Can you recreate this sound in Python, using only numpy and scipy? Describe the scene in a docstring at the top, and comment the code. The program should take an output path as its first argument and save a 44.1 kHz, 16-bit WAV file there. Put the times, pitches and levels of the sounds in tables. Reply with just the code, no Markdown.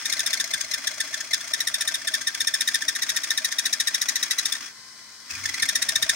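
"""Hole saw notching a steel tube

In a workshop, a small stereo microphone stands close to an oiled tube clamped in a jig. Once a turn the
saw's highest teeth bite: a short stick-slip squeal that sags in pitch and breaks into a rasp; other
teeth graze in between. The saw is drawn back for a moment, so that the electric drill whines freely,
then it judders on the rim and is fed in again harder."""
import sys
import numpy as np
from scipy import signal
from scipy.fft import rfft, irfft, next_fast_len
from scipy.io import wavfile

SR = 44100
rng = np.random.default_rng(int(sys.argv[2]) if len(sys.argv) > 2 else 0)


def master(y):
    """Save y as 16-bit WAV."""
    cut = np.clip(np.atleast_2d(y).T, -1, 1)
    pcm = np.round(cut * 32767)  # scale
    wavfile.write(sys.argv[1], SR, pcm.astype(np.int16))


N = 271215
TIME = np.arange(N) / SR
FFT_SIZE = 2 * next_fast_len(N // 2 + 4096)
BINS_HZ = np.maximum(np.fft.rfftfreq(FFT_SIZE, 1 / SR), 1)
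FIRST_BITE_S, DRAWN_BACK_S, FED_IN_S = .058, 4.55, 5.6
PITCH_SCATTER = .011   # relative spread from turn to turn
DIRECT_ONLY = [[1], [0]]   # ahead of the microphone, a sound has two rows: direct and scattered

# steady rubbing in the kerf, which also stands for the load on the drill: (time [s], level [dB])
FEED = [(0, -36.5), (.4, -37), (.7, -38), (1.05, -37.5), (1.27, -38.5), (1.55, -38), (4.5, -36), (4.6, -37),
        (4.67, -36.5), (4.74, -52), (5.25, -51), (5.32, -35.5), (5.6, -35)]
# spindle speed, sinking as the cut deepens, bogging down at the breakthrough: (time [s], speed [turns/s])
SPINDLE = [(0, 14.347), (1.12, 15.238), (1.686, 14.505), (2.004, 15.332), (3.24, 14.044), (3.547, 14.355),
           (3.781, 13.751), (4.202, 14.309), (4.275, 11.805), (4.441, 14.615), (4.75, 15.596),
           (5.28, 15.596), (5.45, 15.231), (5.68, 15.413), (5.9, 14.636)]


def from_db(db):
    """Decibels to gain."""
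    return 10 ** (np.asarray(db) / 20)


def rms_one(x):
    """Scale to unit power."""
    return x / np.sqrt(np.mean(x ** 2) + 1e-20)


def in_time(rows):
    """A (time, value) curve at every sample."""
    return np.interp(TIME, *np.transpose(rows))


def at_bins(rows, column=1):
    """A column of a frequency table at every bin."""
    rows = np.array(rows)
    return np.interp(np.log(BINS_HZ), np.log(rows[:, 0]), rows[:, column])


def phase_of(hz):
    """Running phase of a changing pitch, in radians."""
    return 2 * np.pi * np.cumsum(hz) / SR


def drift(rate_hz):
    """Smooth random wander of unit power."""
    sos = signal.butter(2, min(rate_hz, SR / 4), fs=SR, output="sos")
    return rms_one(signal.sosfilt(sos, rng.standard_normal(N + SR))[SR:])


def colour(x, spectrum):
    """Shape a sound by a spectrum; white noise keeps its power."""
    return irfft(rfft(x, FFT_SIZE) * rms_one(from_db(at_bins(spectrum))), FFT_SIZE)[..., :N]


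def resonate(x, hz, width_hz):
    """One damped resonance."""
    r = np.exp(-np.pi * width_hz / SR)
    return signal.lfilter([1 - r, 0, r - 1], [1, -2 * r * np.cos(2 * np.pi * hz / SR), r * r], x)


def swells(times, levels_db, rise_s, fall_s):
    """Envelope of brief contacts, each with a bell-shaped rise and fall."""
    power = np.zeros(N)
    for when, db in zip(times, levels_db):
        near = slice(*np.searchsorted(TIME, [when - 4 * rise_s, when + 4 * fall_s]))
        t = TIME[near] - when
        power[near] += from_db(db) ** 2 * np.exp(-(t / np.where(t < 0, rise_s, fall_s)) ** 2)
    return np.sqrt(power)


def held(times, values):
    """Each sample takes the value of the nearest contact."""
    return values[np.searchsorted((times[1:] + times[:-1]) / 2, TIME)]


def once_a_turn(share=0):
    """Times at which a point of the saw, a share of a turn behind the highest teeth, meets the tube."""
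    turns = np.cumsum(in_time(SPINDLE)) / SR
    turns -= np.interp(FIRST_BITE_S, TIME, turns)
    whole = np.arange(int(turns[-1]) + 1)
    times = np.interp(whole, turns, TIME)
    cutting = (times < DRAWN_BACK_S) | (times > FED_IN_S)
    return np.interp(whole[cutting] + share, turns, TIME)


def workshop(x, t60_s=.079):
    """Dense, slightly dull reflections from the bench and walls."""
    t = TIME[:SR // 2]
    tail = rng.standard_normal((2, len(t))) * from_db(-60 * t / t60_s) * (t > .004)
    tail /= np.sqrt(np.sum(tail ** 2, axis=1, keepdims=True))
    tail = signal.sosfilt(signal.butter(1, 7000, fs=SR, output="sos"), tail)
    return signal.fftconvolve(x, tail, axes=1)[:, :N]


def stereo_microphone(x):
    """Direct and scattered sound reach the two capsules with their own level and phase."""
    # the pair close to the jig: (frequency [Hz], left minus right [dB], coherence [0-1], left lead [rad])
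    pair = [(100, 0, .9, 0), (650, 3, .2, 0), (1300, 0, .7, 0), (1850, -3, .8, 0), (2600, 0, .5, 0),
            (3600, 5, .25, -1), (4400, 6, .2, -.5), (5500, 4, .1, -2), (6450, 12, .4, -.4),
            (7400, 3, .2, 0), (8400, 1, .6, 0), (9300, 0, .9, -2), (10200, 0, .93, -3.1),
            (12000, 0, .92, -6.3), (15600, 0, .9, -12.6)]
    balance, coherence, lead = from_db(at_bins(pair, 1)), at_bins(pair, 2), at_bins(pair, 3)
    direct, scattered = rfft(x, FFT_SIZE) * np.sqrt([1 + coherence, 1 - coherence])
    left = (direct + scattered) * balance * np.exp(1j * lead)
    right = direct - scattered
    return irfft(np.array([left, right]) / np.sqrt(1 + balance ** 2), FFT_SIZE)[:, :N]


def drill():
    """Gear and motor lines follow the spindle over the fan's rush; under load they waver and weaken."""
    # gear and motor whine, running free at top speed: (frequency [Hz], relative level [dB])
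    whine = [(97, -71), (210, -69), (1044, -60), (1513, -62), (2035, -66), (3031, -63), (4748, -64),
             (5055, -64), (5157, -60), (5510, -61)]
    # air noise of the cooling fan: (frequency [Hz], relative level [dB])
    fan = [(30, -31), (100, -19), (270, -6), (520, -8.5), (1200, -5), (2050, 1), (2700, -24.5), (4000, 2),
           (5300, 4.5), (7500, -5), (9000, -4.5), (12500, -17), (15500, -21)]
    speed = in_time(SPINDLE)
    load = np.interp(in_time(FEED), [-46, -37], [0, 1])
    waver = 1 + (.0009 + .037 * load) * drift(18)
    pace = speed / speed.max() * waver
    sound = from_db(-46.5) * colour(rng.standard_normal((2, N)), fan)
    for hz, db in whine:
        phase = phase_of(hz * pace) + .3 * drift(40)
        sound += np.sqrt(2) * from_db(db - 2 - 31 * load) * np.array([np.cos(phase), np.sin(phase)])
    return sound


def rumble(hz, width_hz):
    """A body mode shaken at random; unit power."""
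    return rms_one(resonate(resonate(rng.standard_normal((2, N)), hz, width_hz), hz, width_hz))


def bending_wave(times, db):
    """A jolt runs along the steel with its highs ahead of its lows, and arrives as a falling thud."""
    age = np.maximum(TIME - held(times, times) + .003, 0)
    pitch = 48 + 520 * np.exp(-age / .0062)
    return swells(times + .00062, db, rise_s=.0038, fall_s=.011) * np.sin(phase_of(pitch)) * DIRECT_ONLY


def jig(times, drag_db):
    """Every bite jolts the frame; the arbor knocks back about half a turn later; the vice shudders."""
    # hard bites that shake the jig: (time [s], level [dB])
    hard_jolts = [(0.134, -64), (0.201, -49), (0.272, -59), (0.544, -49), (5.629, -41.5), (5.689, -53),
                  (5.76, -49), (5.827, -49), (5.891, -49), (5.962, -44), (6.032, -40), (6.099, -46)]
    # knock of the arbor in its guide: (time [s], level [dB])
    arbor_play = [(0, -48.5), (2.1, -49), (2.4, -58), (2.8, -52), (3.65, -52), (4.2, -58), (5.6, -55),
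                  (5.8, -47)]
    # shudder of jig and vice: (time [s], level [dB])
    vice_shake = [(0, -64), (4.4, -67.5), (4.8, -67.5), (5.26, -91), (5.35, -52.5), (5.6, -61)]
    jolts = bending_wave(*np.transpose(hard_jolts)) + bending_wave(times + .0028, drag_db - 41)
    rebounds = swells(times + .038, np.zeros(len(times)), rise_s=.005, fall_s=.016)
    knocks = from_db(in_time(arbor_play)) * rebounds * rumble(hz=637, width_hz=99)
    shudder = from_db(in_time(vice_shake)) * rumble(hz=112.3, width_hz=38)
    frame = from_db(in_time(FEED) - 23.5) * rumble(hz=260, width_hz=94)
    return jolts + knocks + shudder + frame


def judder(hz=94):
    """Pressed lightly on the rim, the saw sets the whole vice growling around one low pitch."""
    # the growl before the saw bites again: (time [s], level [dB])
    growl = [(5.28, -84), (5.33, -52), (5.41, -51), (5.51, -51), (5.57, -77)]
    db = np.interp(TIME, *np.transpose(growl), left=-np.inf, right=-np.inf) + 2.5 * drift(18)
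    pitch = hz * (1 + .089 * drift(13.6))
    return from_db(db) * np.sin(phase_of(pitch)) * DIRECT_ONLY


def tube(x):
    """Friction noise also rings the steel."""
    # modes of tube and saw cup: (frequency [Hz], width [Hz], gain [dB])
    modes = [(1196, 17, 4), (2010, 37, -8), (2428, 26, -1.5), (3353, 79, 8.5), (5180, 150, 3.5),
             (5850, 40, 2.5), (6530, 320, 2), (9100, 37, -7)]
    return x + sum(from_db(db) * resonate(x, hz, width) for hz, width, db in modes)


def rubbing():
    """Grainy scraping in the kerf, swelling about half a turn after each bite."""
    # spectrum of rubbing teeth: (frequency [Hz], relative level [dB])
    scrape = [(30, -51), (300, -9.5), (470, -18), (850, -8), (1750, 3), (2350, 1), (2800, -5), (4500, -5),
              (5600, 3.5), (6550, -4.5), (7300, -11), (9400, -4.5), (12600, -24), (15500, -13.5)]
    times = once_a_turn()
    half_turn = swells(times + .042, np.zeros(len(times)), rise_s=.0046, fall_s=.0018)
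    grains = rng.standard_normal((2, N)) * from_db(1.2 * drift(530) + 3 * drift(63))
    return from_db(in_time(FEED)) * (1 + .5 * half_turn) * rms_one(tube(colour(grains, scrape)))


def stick_slip(pitch_hz, rough, jitter, flutter, tilt_db):
    """Teeth catch and slip: a fluttering harmonic squeal, and a spit of noise at each slip."""
    # squeal harmonics, from the fundamental up: (relative level [dB])
    partials = [1.5, 4, 1.5, -14, -2, -12, -12.5, -18]
    # spectrum of biting teeth: (frequency [Hz], relative level [dB])
    rasp = [(400, -29.5), (1100, -30), (1700, -9.5), (2150, -6.5), (2850, -11), (3450, -14), (4300, -4),
            (5400, -2), (6500, -2.5), (7500, -9), (9300, -5), (10600, -10.5), (11800, -15.5), (14000, -18),
            (15500, -19.5)]
    phase = phase_of(pitch_hz * (1 + jitter * drift(449)))
    tone = np.zeros((2, N))
    for k, db in enumerate(partials, 1):
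        # the direct part flutters; the scattered part comes with ever-changing strength and sign
        wobble = np.array([1 + flutter * drift(166), 1.395 * drift(130)])
        tone += from_db(db + tilt_db * np.log2(k)) * wobble * [np.cos(k * phase), np.sin(k * phase)]
    slips = rng.standard_normal((2, N)) * (1 + .41 * np.cos(phase)) * from_db(3.2 * drift(520))
    spit = tube(colour(slips, rasp))
    return np.sqrt(1 - rough ** 2) * rms_one(tone) + rough * rms_one(spit)


def grazes(graze_hz=2096, scatter_db=2.16):
    """Teeth on the far side of the rim give short, hoarse chirps that sag in pitch."""
    # a tooth grazes once a turn, strongly until the kerf is established: (time [s], level [dB])
    graze_levels = [(0, -22), (.42, -28.5), (.5, -29.5), (1.85, -40.5), (2.3, -42), (6.1, -41)]
    # single teeth catch as the saw skids, leaves or returns: (time [s], pitch [Hz], level [dB])
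    catches = [(0.717, 2065, -24.5), (1.314, 2097, -26), (4.554, 1880, -26.5), (5.309, 2567, -27.5),
               (5.354, 2447, -29.5), (5.441, 2157, -27), (5.459, 1730, -20), (5.493, 2050, -24.5),
               (5.544, 2047, -23), (5.6, 2140, -24), (5.658, 2166, -25.0)]
    times = once_a_turn(share=.63)
    strong, sharp = rng.standard_normal((len(times), 2)).T
    hz = graze_hz * (1 + PITCH_SCATTER * sharp)
    db = np.interp(times, *np.transpose(graze_levels)) + scatter_db * strong
    times, hz, db = np.transpose(sorted([*zip(times, hz, db), *map(tuple, catches)]))
    age = TIME - held(times, times)
    pitch = held(times, hz) * (1 - .049 * np.tanh(age / .0124))
    chirp = stick_slip(pitch, rough=.72, jitter=.0244, flutter=.35, tilt_db=-7.5)
    return swells(times, db, rise_s=.0031, fall_s=.0044) * chirp


def each_bite(scatter_db=.5):
    """Time, pitch, squeal level, drag delay and drag level of each bite; skids stifle the squeal most."""
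    # how the teeth grip: (time [s], squeal level [dB], drag level [dB], pitch [Hz], drag delay [s])
    grip = [(0.049, -19, -23.5, 1855, 0.0072), (0.201, -16.5, -19.5, 1806, 0.01),
            (.85, -18.5, -19.5, 1788, 0.0045), (1.3, -16, -17.5, 1788, 0.0082),
            (1.598, -16, -24.5, 1854, 0.0093), (2.102, -17.5, -18.5, 1824, 0.0099),
            (2.698, -14, -20, 1843, 0.0091), (3.4, -16.5, -20.5, 1890, 0.0079),
            (3.749, -15, -18, 1884, 0.007), (4.05, -17, -18, 1899, 0.007), (4.411, -15, -20.5, 1964, .0068),
            (4.532, -18.5, -26.5, 1752, 0.011), (5.62, -15, -15, 1792, 0.0052),
            (5.781, -15.5, -19, 1866, 0.0045), (6.1, -14.5, -15, 1833, 0.0031)]
    # turns on which the teeth skid instead of biting: (time [s], grip lost [dB])
    skids = [(.47, 13), (.61, 2.5), (.67, 29), (.81, 31), (.94, 15), (1.07, 16), (1.14, 4), (1.2, 7),
             (1.27, 45), (1.4, 9), (1.47, 8.5), (2.01, 11.5), (2.21, 5), (2.34, 4), (2.82, 2.5), (2.95, 1),
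             (3.24, 1), (3.52, 1.5)]
    times = once_a_turn()
    lost_db = np.zeros(len(times))
    for when, db in skids:
        lost_db[np.argmin(abs(times - when))] = db
    grip_times, *columns = np.transpose(grip)
    squeal_db, drag_db, hz, delay = [np.interp(times, grip_times, column) for column in columns]
    hard, sharp = rng.standard_normal((len(times), 2)).T
    # a tooth that squeals harder has less left to drag
    squeal_db += scatter_db * hard - 7 * lost_db
    drag_db -= scatter_db * hard + lost_db
    return times, hz * (1 + PITCH_SCATTER * sharp), squeal_db, delay, drag_db


def bites(times, hz, squeal_db, delay, drag_db):
    """The squeal comes first; as the tooth digs in, it turns ragged and slides down into a dull groan."""
    # how ragged the stick-slip is: (time [s], roughness [0-1])
    raggedness = [(0, 0.41), (2.5, 0.3), (3.3, 0.32), (4.5, 0.46), (6.15, 0.25)]
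    rough = in_time(raggedness)
    age = TIME - held(times, times)
    pitch = held(times, hz) * (1 - 7 * np.clip(age - .003, 0, .022))   # sags 15 % in 22 ms
    squeal = stick_slip(pitch, rough, jitter=.009, flutter=.24, tilt_db=2.56)
    drag = stick_slip(pitch, rough + .52, jitter=.01952, flutter=.83, tilt_db=-5)
    # the fundamental builds up before the overtones and outlasts them
    groan = np.sin(phase_of(pitch * (1 + .01864 * drift(431)))) * DIRECT_ONLY
    return (swells(times, squeal_db, rise_s=.0024, fall_s=.0032) * squeal
            + swells(times + delay, drag_db, rise_s=.0035, fall_s=.0035) * drag
            + swells(times + delay, drag_db - 12, rise_s=.0074, fall_s=.011) * groan)


def scene():
    """Saw, jig and drill close to the microphone, with the workshop behind them."""
    times, hz, squeal_db, delay, drag_db = each_bite()
    saw = bites(times, hz, squeal_db, delay, drag_db) + grazes() + rubbing()
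    near = stereo_microphone(saw + jig(times, drag_db) + judder() + drill())
    return near + from_db(-6.5) * workshop(near)


def record(dry):
    """The recorder's input rounds the sharpest peaks, and the top is cut steeply at 15.8 kHz."""
    return signal.sosfilt(signal.ellip(12, .1, 80, 15800, fs=SR, output="sos"), np.tanh(dry))


dry = scene()
out = record(dry)
master(out)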